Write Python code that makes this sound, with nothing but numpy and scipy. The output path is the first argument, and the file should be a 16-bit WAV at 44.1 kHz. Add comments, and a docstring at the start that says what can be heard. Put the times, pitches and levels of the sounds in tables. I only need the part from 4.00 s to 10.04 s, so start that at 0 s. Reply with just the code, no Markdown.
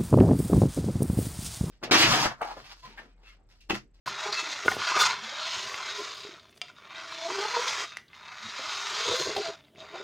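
"""Tiled floor of a quiet room: a small toy car with a geared electric motor runs back and forth below a mono microphone.
Random blows of the gear teeth rattle the plastic shell; the motor's turning orders glide through low resonances.
Decaying modes make the knocks and ticks of stops, reversals and tile joints, and the hand controller's snaps.
Filtered noise makes the underside's brushing, the air, the hiss and the low rolling in the floor."""
import sys
import numpy as np
from scipy import signal
from scipy.io import wavfile
from scipy.ndimage import uniform_filter1d

SR = 44100
rng = np.random.default_rng(int(sys.argv[2]) if len(sys.argv) > 2 else 0)


def volts_from_db(level):
    """Convert decibel levels to linear amplitude ratios."""
    exponent = np.asarray(level, float) / 20
    return 10 ** exponent


def store_wav(level_fs):
    """Save 16-bit WAV to argv[1]."""
    pcm = np.round(np.clip(np.atleast_2d(level_fs), -1, 1) * 32767)
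    wavfile.write(sys.argv[1], SR, pcm.T.astype(np.int16))


N = 266319

# modes of the plastic shell: mode_hz, level_db, t60_s (before a blow's ring factor)
SHELL = [(358, 5.5, 0.08), (414.3, 6.5, 0.54), (443, 5.5, 0.053), (513, 2.5, 0.18), (654, 8.5, 0.081),
         (770, 12.5, 0.12), (1034, 7.5, 0.11), (1230, -3.5, 0.22), (1450, 7, 0.079), (1873, 4, 0.04),
         (2090, 11.5, 0.087), (2290, 21, 0.0053), (2638, 7, 0.23), (3224, 9.5, 0.22), (3620, 8.5, 0.045),
         (3820, 13.5, 0.034), (4294, 13.5, 0.022), (4750, 11.5, 0.13), (5100, 17.5, 0.0045),
         (5730, 9.5, 0.015), (6470, -4.5, .02)]
# wheels jolting over tile joints: centre_s, half_length_s, low_shell_db, floor_db
JOLTS = [(0.077, 0.14, -50.5, -51.5), (0.305, 0.12, -52.5, -59), (.664, 0.025, -33.5, -48),
         (.684, 0.01, -26, -39), (0.734, 0.16, -44, -46), (0.918, 0.011, -39, -72),
         (0.969, 0.021, -34.5, -67), (1.053, 0.34, -50, -54.5), (1.188, 0.047, -65, -64),
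         (1.41, 0.063, -81, -66), (1.565, 0.061, -56, -56), (1.663, .05, -59, -55),
         (2.004, 0.039, -40, -60), (3.309, 0.048, -37.5, -72), (3.749, 0.17, -72, -61),
         (4.467, 0.062, -82, -55), (4.929, .06, -52, -63), (5.02, 0.074, -55, -78),
         (5.107, 0.082, -38, -47.5), (5.214, 0.037, -35, -48), (5.291, 0.078, -34.5, -51),
         (5.385, 0.068, -32.5, -52), (5.493, 0.04, -40, -52), (5.81, 0.15, -55, -57.5),
         (5.953, 0.07, -50.5, -62), (6.013, 0.032, -43, -64)]


def evened(x):
    """Scales a signal to rms 1."""
    return x / np.sqrt(np.mean(x ** 2) + 1e-20)


def read(points, hz):
    """Reads a spectrum table on a log-frequency axis."""
    point_hz, value = np.transpose(points)
    return np.interp(np.log(hz + 1), np.log(point_hz + 1), value)


def shaped(x, gain, size=1024):
    """Multiplies the short-time spectrum of x by gain(hz)."""
    hz, _, z = signal.stft(x, SR, nperseg=size, noverlap=size * 3 // 4)
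    return signal.istft(z * gain(hz[:, None]), SR, nperseg=size, noverlap=size * 3 // 4)[1][:len(x)]


def bells(rows, column):
    """Power over time of brief events, each a smooth bell as high as the dB in its column."""
    power = np.zeros(N)
    for row in rows:
        bell = signal.windows.hann(round(2 * row[1] * SR) + 2) ** 4
        at = np.arange(len(bell)) + round(row[0] * SR) - len(bell) // 2
        inside = (at >= 0) & (at < N)
        power[at[inside]] += volts_from_db(2 * row[column]) * bell[inside]
    return power


def ring(weights_db, ring_factor, size=4096):
    """One blow on the shell: its modes start together and die away exponentially."""
    t = np.arange(size) / SR
    blow = np.zeros(size)
    for (hz, db, t60), weight_db in zip(SHELL, weights_db):
        envelope = volts_from_db(db + weight_db - 60 * t / (t60 * ring_factor))
        blow += envelope * np.sin(2 * np.pi * hz * t) / np.sqrt(t60)
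    return blow


def effort(t):
    """How hard the gears work at times t: effort above usual, lean to the whine and treble, in dB."""
    # time_s, effort_db, lean_db (to the whine as the gearbox faces the microphone),
    # treble_db (as the car nears); each band weighs the three in its own way
    course = [(.066, -40, -6, -13), (.078, -37, 1, 6), (0.145, -40, -4.5, -3), (.274, -34.5, -2.5, -2),
              (0.319, -40.5, 1.5, 4), (.33, -34.5, -1, -1.5), (.4, -33.5, -1.5, 0), (.44, -38.5, -1.5, 8),
              (.462, -38, -2, 0), (.5, -38, -2, 6), (.52, -37, 1, 3), (.63, -39, -4.5, 10.5),
              (.655, -39, -2, 0), (.7, -35, 1, 2), (.778, -39.5, -1, 1.5), (.836, -32.5, -3.5, -8),
              (.932, -32, -3, -9), (.99, -30, -3.5, 0), (1.02, -27.5, 8, 0), (1.064, -26.5, -1, -1),
              (1.174, -42, -3, -7), (1.25, -40, -1, -3), (1.33, -39.5, -1, -7), (1.45, -35, 2.5, -15),
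              (1.558, -34, 1, -4), (1.69, -40, 0, 10), (1.8, -39, -1, -3), (1.97, -36.5, 1, -3),
              (2.068, -40, 1.5, 4.5), (2.18, -43.5, 4, 2), (2.27, -45, 3, 1), (2.4, -53.5, -1, 8),
              (2.46, -58, 0, -1), (2.6, -63.5, 1, 23), (2.62, -62, 5, -5), (2.66, -54.5, 0, 0),
              (2.68, -56, 10, -5), (2.7, -50.5, -2, 7), (2.73, -64, -5, 11), (2.78, -52.5, -1, -4),
              (2.828, -57.5, -5, 9), (2.88, -52, -5, -8), (2.97, -44, -2.5, -8), (3.11, -41, -0.5, -4),
              (3.26, -40, 3, 1), (3.31, -37, -2, 9), (3.42, -35, -1, -2), (3.52, -35.5, -2.5, 3),
              (3.575, -34, 1, -5), (3.63, -33.5, -1, 5), (3.66, -35, -1.5, 3), (3.684, -30.5, 2, -3),
              (3.72, -32, -1, -2), (3.836, -35.5, -4, 10), (3.899, -47.5, 5, 8), (3.959, -53.5, -3.5, 3),
              (4.001, -55.5, 4, -5), (4.05, -77, 9, -4), (4.1, -62.5, -4, -12), (4.15, -51.5, -2, -6.5),
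              (4.22, -51.5, -2.5, -7), (4.3, -48, -4.5, 2), (4.45, -41.5, -2, -2), (4.598, -38, -1, -6),
              (4.75, -35, 1, -5), (4.9, -35, 0, -2), (5.1, -31, 2, -7), (5.25, -34, 3, 3),
              (5.34, -37.5, 1.5, -5), (5.38, -36.5, 3.5, 6), (5.488, -38.5, 0, -2), (5.55, -51, 1, 6),
              (5.6, -58, -1, 3), (5.66, -64.5, -1, 0), (5.73, -74.5, -3.5, -8), (5.76, -60.5, -0.5, -6),
              (5.798, -46.5, 3.5, -16), (5.83, -49.5, -3, -4), (5.88, -51.5, -4, -6), (5.95, -47.5, -6, -6),
              (6.03, -46, -2, -3)]
    usual_db = -38
    s, effort_db, lean_db, treble_db = np.transpose(course)
    return np.interp(t, s, effort_db) - usual_db, np.interp(t, s, lean_db), np.interp(t, s, treble_db)


def shaft(t):
    """Motor shaft at times t: speed, tone level and level of the upper orders."""
    # time_s, turns_per_s, tone_db, upper_orders_db (added to all orders but the first)
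    course = [(.07, 380, -66, 0), (0.199, 405, -71, -4.5), (.24, 420, -58, -1), (.3, 410, -51, 8),
              (.34, 410, -71, 0), (.43, 315, -63, -11), (.48, 300, -55.5, -5), (.56, 290, -68, 10),
              (.65, 260, -76, 0), (1.002, 380, -75, 0), (1.15, 193, -74, -14), (1.21, 216, -58, -10),
              (1.246, 240, -56, -13), (1.291, 270, -73, 17), (1.38, 305, -71, 19.5),
              (1.458, 316, -68, 15.5), (1.52, 380, -75, -11), (1.62, 376, -60.5, 6), (1.7, 430, -85, 0),
              (2.18, 490, -85, 16.5), (2.231, 394, -59, -21), (2.271, 410, -59, -13),
              (2.359, 320, -65, -10), (2.42, 250, -80, -6), (2.88, 302, -90, -6), (2.95, 325, -69, 1),
              (3.17, 325, -64, -2), (3.23, 325, -57, 11), (3.265, 340, -52.5, 9.5), (3.285, 396, -55, 6),
              (3.35, 396, -45, -3), (3.41, 404, -40.5, -4), (3.44, 425, -45, 13), (3.48, 415, -53, 0),
              (3.515, 476, -60.5, 11), (3.56, 484, -47, 14), (3.591, 487, -45, -6), (3.622, 497, -59.5, 16),
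              (3.689, 505, -67, -2), (3.77, 435, -76, 2), (3.831, 410, -68, 13), (3.901, 204, -96, 0),
              (4.38, 170, -79, -13), (4.48, 250, -52, -20), (4.519, 280, -82, 7), (4.621, 275, -57.5, 8),
              (4.701, 370, -72.5, 1), (4.841, 400, -72, 0), (4.979, 420, -58, -19), (5.09, 497, -52, 6),
              (5.14, 484, -38.5, -22), (5.19, 530, -53, -6), (5.24, 470, -71, 5), (5.42, 357, -66, 2),
              (5.473, 326, -60, 13), (5.531, 335, -67.5, 1), (5.58, 286, -74, -3), (5.851, 300, -75, -7),
              (5.93, 335, -62, 0.5), (6.018, 395, -53, -11)]
    s, *columns = np.transpose(course)
    return [np.interp(t, s, column) for column in columns]


def background(air_db=-67, roll_db=-68):
    """Steady air and microphone hiss, and noise in the floor's low modes from rolling and jolting wheels."""
    # spectrum of air and hiss: point_hz, density_db (relative, per Hz)
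    air_spectrum = [(18, -39), (30, 0.5), (286, -6.5), (382, -4), (566, -15.5), (1450, -31), (1750, -17.5),
                    (2520, -50.5), (2870, -10.5), (4730, -29), (10100, -30.5), (13500, -43), (15800, -43)]
    # floor: mode_hz, width_hz, level_db (relative)
    floor_modes = [(71, 190, 1), (99.2, 25, -2.5), (150, 24, -1), (210, 55, -3.5), (250, 50, -20.5)]

    def floor_gain(hz):
        return sum(volts_from_db(db) / (1 + (2 * (hz - f) / width) ** 2) for f, width, db in floor_modes)

    air = shaped(rng.standard_normal(N), lambda hz: volts_from_db(read(air_spectrum, hz)), size=2048)
    floor = shaped(rng.standard_normal(N), floor_gain, size=4096)
    floor_power = volts_from_db(2 * roll_db) + bells(JOLTS, column=3)
    return volts_from_db(air_db) * evened(air) + np.sqrt(floor_power) * evened(floor)


def room(x, t60=0.31, first_s=0.0058):
    """Room echoes: sparse taps of random sign, dying away, duller than the direct sound."""
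    taps = np.zeros(SR // 2)
    at = np.arange(round(first_s * SR), SR // 2 - 20, 20)
    signs = rng.choice([-1., 1.], len(at))
    taps[at + rng.integers(0, 20, len(at))] = signs * volts_from_db(-60 * at / SR / t60)
    taps = signal.lfilter([1], [1, -.4], taps)  # dulls the echoes
    return signal.oaconvolve(x, taps / np.linalg.norm(taps))[:N]


def switch(crack=0.38, crack_s=0.025, crack_hz=6500, ring_factor=0.7, top_hz=7450):
    """The hand controller's dry plastic snaps: short decaying modes and a wide noise tick."""
    # start_s, level_db
    snaps = [(2.6157, -17.5), (3.9702, -22)]
    # one list for the press, one for the release: mode_hz, level_db, t60_s (before ring_factor)
    snap_modes = [
        [(717, -10, 0.15), (1320, -11, 0.13), (2370, 4.5, 0.046), (2785, 5.5, 0.054), (3180, 11.5, 0.018),
         (3700, -20, 0.023), (4860, 2.5, 0.05), (6470, -32, 0.022)],
        [(1680, -33, 0.022), (2020, 13, 0.019), (2780, -2, 0.032), (3520, -16, 0.012), (4600, -21, 0.015),
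         (5800, 3.5, 0.0097), (9970, -2, 0.016)],
    ]
    out, t = np.zeros(N), np.arange(3000) / SR
    crack_band = signal.butter(2, [1500, crack_hz], "band", fs=SR)
    snap_band = signal.butter(2, [500, top_hz], "band", fs=SR)
    for (s, db), modes in zip(snaps, snap_modes):
        snap = sum(volts_from_db(d - 60 * t / (t60 * ring_factor)) * np.sin(2 * np.pi * hz * t)
                   for hz, d, t60 in modes)
        tick = signal.lfilter(*crack_band, rng.standard_normal(len(t)))
        snap = snap / abs(snap).max() + crack * tick * volts_from_db(-60 * t / crack_s)
        out[round(s * SR):][:len(t)] += volts_from_db(db) * signal.lfilter(*snap_band, snap)
    return out


def brushing(low_hz=6500, high_hz=9200, grain_db=4.0):
    """The underside brushing the tiles: thin, high noise with a grainy level."""
    # centre_s, half_length_s, level_db
    brushes = [(.075, 0.063, -58), (.675, .06, -53.5), (.72, 0.1, -51), (.76, 0.079, -58.5),
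               (1.014, 0.05, -40), (1.69, 0.25, -64), (2.0, 0.12, -67), (2.18, 0.21, -68.5),
               (2.512, 0.022, -67.5), (2.57, 0.045, -68), (4.16, 0.018, -77), (3.12, .03, -69),
               (3.68, .03, -58), (4.62, .03, -72), (5.2, .15, -56), (5.37, .04, -56)]
    hiss = signal.lfilter(*signal.butter(3, low_hz, "high", fs=SR), rng.standard_normal(N))
    hiss = signal.lfilter(*signal.butter(3, high_hz, fs=SR), hiss)
    grain = volts_from_db(grain_db * evened(uniform_filter1d(rng.standard_normal(N), size=150)))
    return np.sqrt(bells(brushes, column=2)) * evened(hiss * grain)


def knocks(crack=0.42, crack_s=0.013, crack_top=1.8):
    """Each blow rings the shell modes near its own pitch; longer-ringing blows swell slower and crack less."""
    # start_s, level_db (of the ringing's peak), struck_hz, spread_octaves, ring_factor (at least 0.2 in the ringing)
    blows = [(.075, -21.5, 1130, 0.45, 0.38), (0.271, -32, 1060, 0.39, 1.7), (.326, -20.5, 4300, .36, 1.1),
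             (.344, -26, 4300, 0.18, 1.6), (.37, -31.5, 2646, 0.14, 1.2), (0.66, -21, 413, 0.7, 0.26),
             (.681, -7.5, 1450, 0.45, 0.33), (0.716, -24.5, 890, 0.43, 0.48),
             (0.718, -21, 1840, 0.18, 0.54), (.767, -22.5, 540, 0.65, 0.16), (.819, -21, 1380, 0.7, 0.35),
             (.919, -18, 1180, 0.42, 0.29), (0.944, -23, 1230, 0.15, .72), (0.966, -16.5, 1140, 0.7, 0.36),
             (0.972, -14.5, 1280, 0.14, 0.29), (0.999, -19, 1310, 0.15, 0.4),
             (1.011, -14, 1320, 0.35, 0.71), (1.02, -14.5, 1174, 0.13, 0.25), (1.036, -14, 1450, .54, .41),
             (1.743, -19.5, 2070, 0.61, .2), (1.801, -31.5, 1080, 0.36, .79), (1.986, -40, 1027, .2, 2.8),
             (2.179, -45, 3793, 0.37, .52), (2.249, -38, 400, 0.17, 0.48), (2.291, -39.5, 355, 0.12, 0.51),
             (2.34, -37, 3620, 0.27, 0.27), (2.396, -43.5, 3840, .47, 0.79), (2.468, -55, 3700, 0.73, 0.31),
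             (2.529, -52, 2600, 0.9, .4), (2.5768, -40, 5300, .7, 0.21), (2.683, -38, 3000, 0.96, 0.44),
             (2.699, -54, 1444, 0.42, .52), (2.85, -50, 3560, .24, 0.75), (2.909, -44, 1193, 0.46, 0.47),
             (2.957, -37, 3600, 0.19, .67), (3.123, -34, 1030, 0.18, 0.31), (3.302, -25.5, 1043, 0.19, 0.2),
             (3.669, -30, 1044, 0.26, 1.13), (3.921, -35, 2190, 0.41, .6), (4.082, -50, 4000, .37, .54),
             (4.102, -50, 2170, .45, 0.74), (4.132, -35, 2090, 0.59, .38), (4.211, -41, 1230, 0.26, .54),
             (4.326, -39, 1260, 0.2, .6), (5.199, -36, 449, .18, .98), (5.269, -30.5, 435, 0.15, 1.5),
             (5.364, -22, 750, 0.2, 0.45), (5.3662, -19, 3160, 0.74, .2), (5.379, -26, 753, 0.49, .87),
             (5.461, -32.5, 621.6, 0.32, 0.93), (5.648, -52, 3520, 0.26, 0.57),
             (5.759, -44, 2630, 0.37, 0.96), (5.804, -38, 3527, 0.19, 0.44), (5.955, -34, 760, 0.53, 0.79),
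             (6.0, -39, 398, 0.12, 1.17)]
    out, t = np.zeros(N + 4096), np.arange(4096) / SR
    mode_hz = np.transpose(SHELL)[0]
    for s, db, struck_hz, spread, ring_factor in blows:
        crack_band = signal.butter(3, [struck_hz / 2, crack_top * struck_hz], "band", fs=SR)
        noise = evened(signal.lfilter(*crack_band, rng.standard_normal(4096))) / 2
        rise_ms = 0.34 + 0.23 * ring_factor
        weights_db = -12 * (np.log2(mode_hz / struck_hz) / spread) ** 2
        blow = ring(weights_db, max(ring_factor, .2))
        blow *= 1 - np.exp(-1000 * t / rise_ms)
        blow = blow / abs(blow).max() + crack * noise * volts_from_db(-60 * t / crack_s) / (1 + rise_ms)
        at = round(s * SR)
        out[at:at + 4096] += volts_from_db(db) * blow
    return out[:N]


def motor(gear_ratio=13, waver=0.018, throb=0.5, broken_db=4.5, direct=0.61):
    """Unsteady orders of the shaft ring the housing as they cross its resonances; an eccentric gear makes them throb."""
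    # first to fourth order of the shaft: level_db
    orders_db = [-2.2, -6.5, -16.5, -29.5]
    # housing resonances: resonance_hz, width_hz, gain_db
    housing = [(223, 10, 13), (398, 44, 6.5), (484, 75, 10), (667, 31, 22), (897, 120, 9), (1047, 89, 19.5),
               (1185, 82, 10.5)]
    hz, tone_db, upper_db = shaft(np.arange(N) / SR)
    wavering = evened(uniform_filter1d(rng.standard_normal(N), size=400))
    turns = np.cumsum(hz * (1 + waver * wavering)) / SR
    swell = 1 + throb * np.cos(2 * np.pi * (turns / gear_ratio + rng.random()))
    # loose mesh breaks the tone up
    swell *= volts_from_db(broken_db * evened(uniform_filter1d(rng.standard_normal(N), size=500)))
    orders = sum(volts_from_db(db + (k > 1) * upper_db) * np.sin(2 * np.pi * k * turns)
                 for k, db in enumerate(orders_db, start=1))
    orders = swell * volts_from_db(tone_db) * orders
    rung = sum(volts_from_db(db) * signal.lfilter(*signal.iirpeak(f, f / width, SR), orders)
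               for f, width, db in housing)
    return direct * orders + rung


def tooth_blows(over_db, per_s=2200, quiet_db=-1.0, uneven_db=-1.5, hiss=0.8, scatter_s=0.006):
    """Teeth strike at random, denser with effort up to per_s; scattered blows over a steady noise drive the shell."""
    rate = per_s * np.clip(volts_from_db(over_db - quiet_db), .05, 1)
    size = volts_from_db(uneven_db * np.minimum(rng.exponential(1, N), 4)) * rng.choice([-1., 1.], N)
    teeth = size * (rng.random(N) < rate / SR) / np.sqrt(rate)
    # each blow scatters through the gearbox for a few milliseconds along one of 24 paths
    paths = rng.standard_normal((24, 400)) * volts_from_db(-60 * np.arange(400) / SR / scatter_s)
    chosen = rng.integers(0, len(paths), N)
    scattered = sum(signal.oaconvolve(teeth * (chosen == k), path)[:N] for k, path in enumerate(paths))
    return evened(scattered) + hiss * rng.standard_normal(N)


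def whine_gain(hz, over_db, lift_db=3.5, width_hz=260):
    """The gears' whine: a peak that climbs with effort, and stands out more and narrows as effort falls."""
    slack_db = np.clip(-over_db, -8, 20)
    centre_hz = 4000 + 21.5 * over_db
    offset = (hz[:, None] - centre_hz) * np.exp(0.053 * slack_db) / width_hz
    return volts_from_db((lift_db + 0.36 * slack_db) * np.exp(-offset ** 2))


def gears(broad=0.94, patchy_db=2.5, flicker_db=1.39):
    """Tooth blows ring the shell and sound directly; bands of this rattle swell with load and distance."""
    # broad colour of the rattle: point_hz, density_db (relative, per Hz)
    colour = [(88, -49.5), (150, -75), (285, -32), (397, 5), (564, -11), (647, 0.5), (771, -24.5),
              (993, -13.5), (1680, -15), (2630, -3), (2900, -12), (4120, -16.5), (6450, -15.5),
              (8150, -37.5), (15800, -71.5)]
    # edges between the bands, in Hz
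    splits_hz = [550, 800, 1600, 3000, 5000, 7500]
    # bands, low to high: level_db (at usual effort), then dB per dB: per_effort, per_lean, per_treble
    bands = [(-59.5, 0.65, -.5, 0.58), (-57.5, 0.45, -.6, -.1), (-42.5, 1.1, -.9, -0.041),
             (-45, 0.98, -.7, 0.13), (-41.5, 1.15, .4, -0.12), (-48, 1.33, .3, 0.24),
             (-61.5, 1.44, .1, 0.19)]
    t = np.arange(N) / SR
    over_db, lean_db, treble_db = effort(t)
    drive = tooth_blows(over_db)
    rung = signal.oaconvolve(drive, ring(np.zeros(len(SHELL)), 0.87))[:N]
    rung = shaped(rung, lambda hz: volts_from_db(read(colour, hz)))
    direct = shaped(drive, lambda hz: volts_from_db(read(colour, hz)), size=256)
    rattle = evened(rung) + broad * evened(direct)

    hz, frames, z = signal.stft(rattle, SR, nperseg=1024, noverlap=896)
    # the path to the microphone changes as the car moves: colour patches drift
    patches = rng.standard_normal((len(hz), len(frames)))
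    patches = uniform_filter1d(uniform_filter1d(patches, size=3, axis=0), size=40, axis=1)
    z *= volts_from_db(patchy_db * evened(patches))
    z *= volts_from_db(flicker_db * evened(uniform_filter1d(rng.standard_normal(len(frames)), size=5)))
    z *= whine_gain(hz, effort(frames)[0])

    # the two lowest bands rattle more the faster the shaft turns: 8 dB per octave
    speed_db = 8 * np.log2(shaft(t)[0] / 400)
    jolted = bells(JOLTS, column=2)
    jolt_power = [jolted, jolted * volts_from_db(2 * -8), 0, 0, 0, 0, 0]  # second band 8 dB lower
    below = [0 * hz] + [1 / (1 + (hz / f) ** 16) for f in splits_hz] + [1 + 0 * hz]
    out = np.zeros(N)
    for k, (db, per_effort, per_lean, per_treble) in enumerate(bands):
        band_gain = (below[k + 1] - below[k])[:, None]
        part = signal.istft(z * band_gain, SR, nperseg=1024, noverlap=896)[1][:N]
        level_db = db + per_effort * over_db + per_lean * lean_db + per_treble * treble_db
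        power = volts_from_db(2 * (level_db + (k < 2) * speed_db))
        out += evened(part) * np.sqrt(power + jolt_power[k])
    return out


def scene():
    """Background, room, controller and car, the same in both channels."""
    blows, snaps = knocks(), switch()
    echoes = room(volts_from_db(-18.5) * blows + volts_from_db(-14.0) * snaps)
    mix = background() + echoes + snaps + brushing() + blows + motor() + gears()
    return np.array([mix, mix])


def band_limit(x):
    """A steep low-pass at the top of the band."""
    return signal.sosfilt(signal.butter(12, 16440, fs=SR, output="sos"), x)


def record(dry, low_hz=75.3, start_s=0.059):
    """Microphone: bass cut and capsule resonance; silent until start_s, then a 2 ms fade-in."""
    # capsule resonance: peak_hz, width_hz, gain_db
    capsule = (15200, 1500, 16)
    hz, width, db = capsule
    cut = signal.lfilter(*signal.butter(2, low_hz, "high", fs=SR), dry)
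    bright = cut + (volts_from_db(db) - 1) * signal.lfilter(*signal.iirpeak(hz, hz / width, SR), cut)
    fade_in = np.clip((np.arange(N) / SR - start_s) / 0.002, 0, 1)
    return band_limit(bright * fade_in)


dry = scene()
out = record(dry)
store_wav(out)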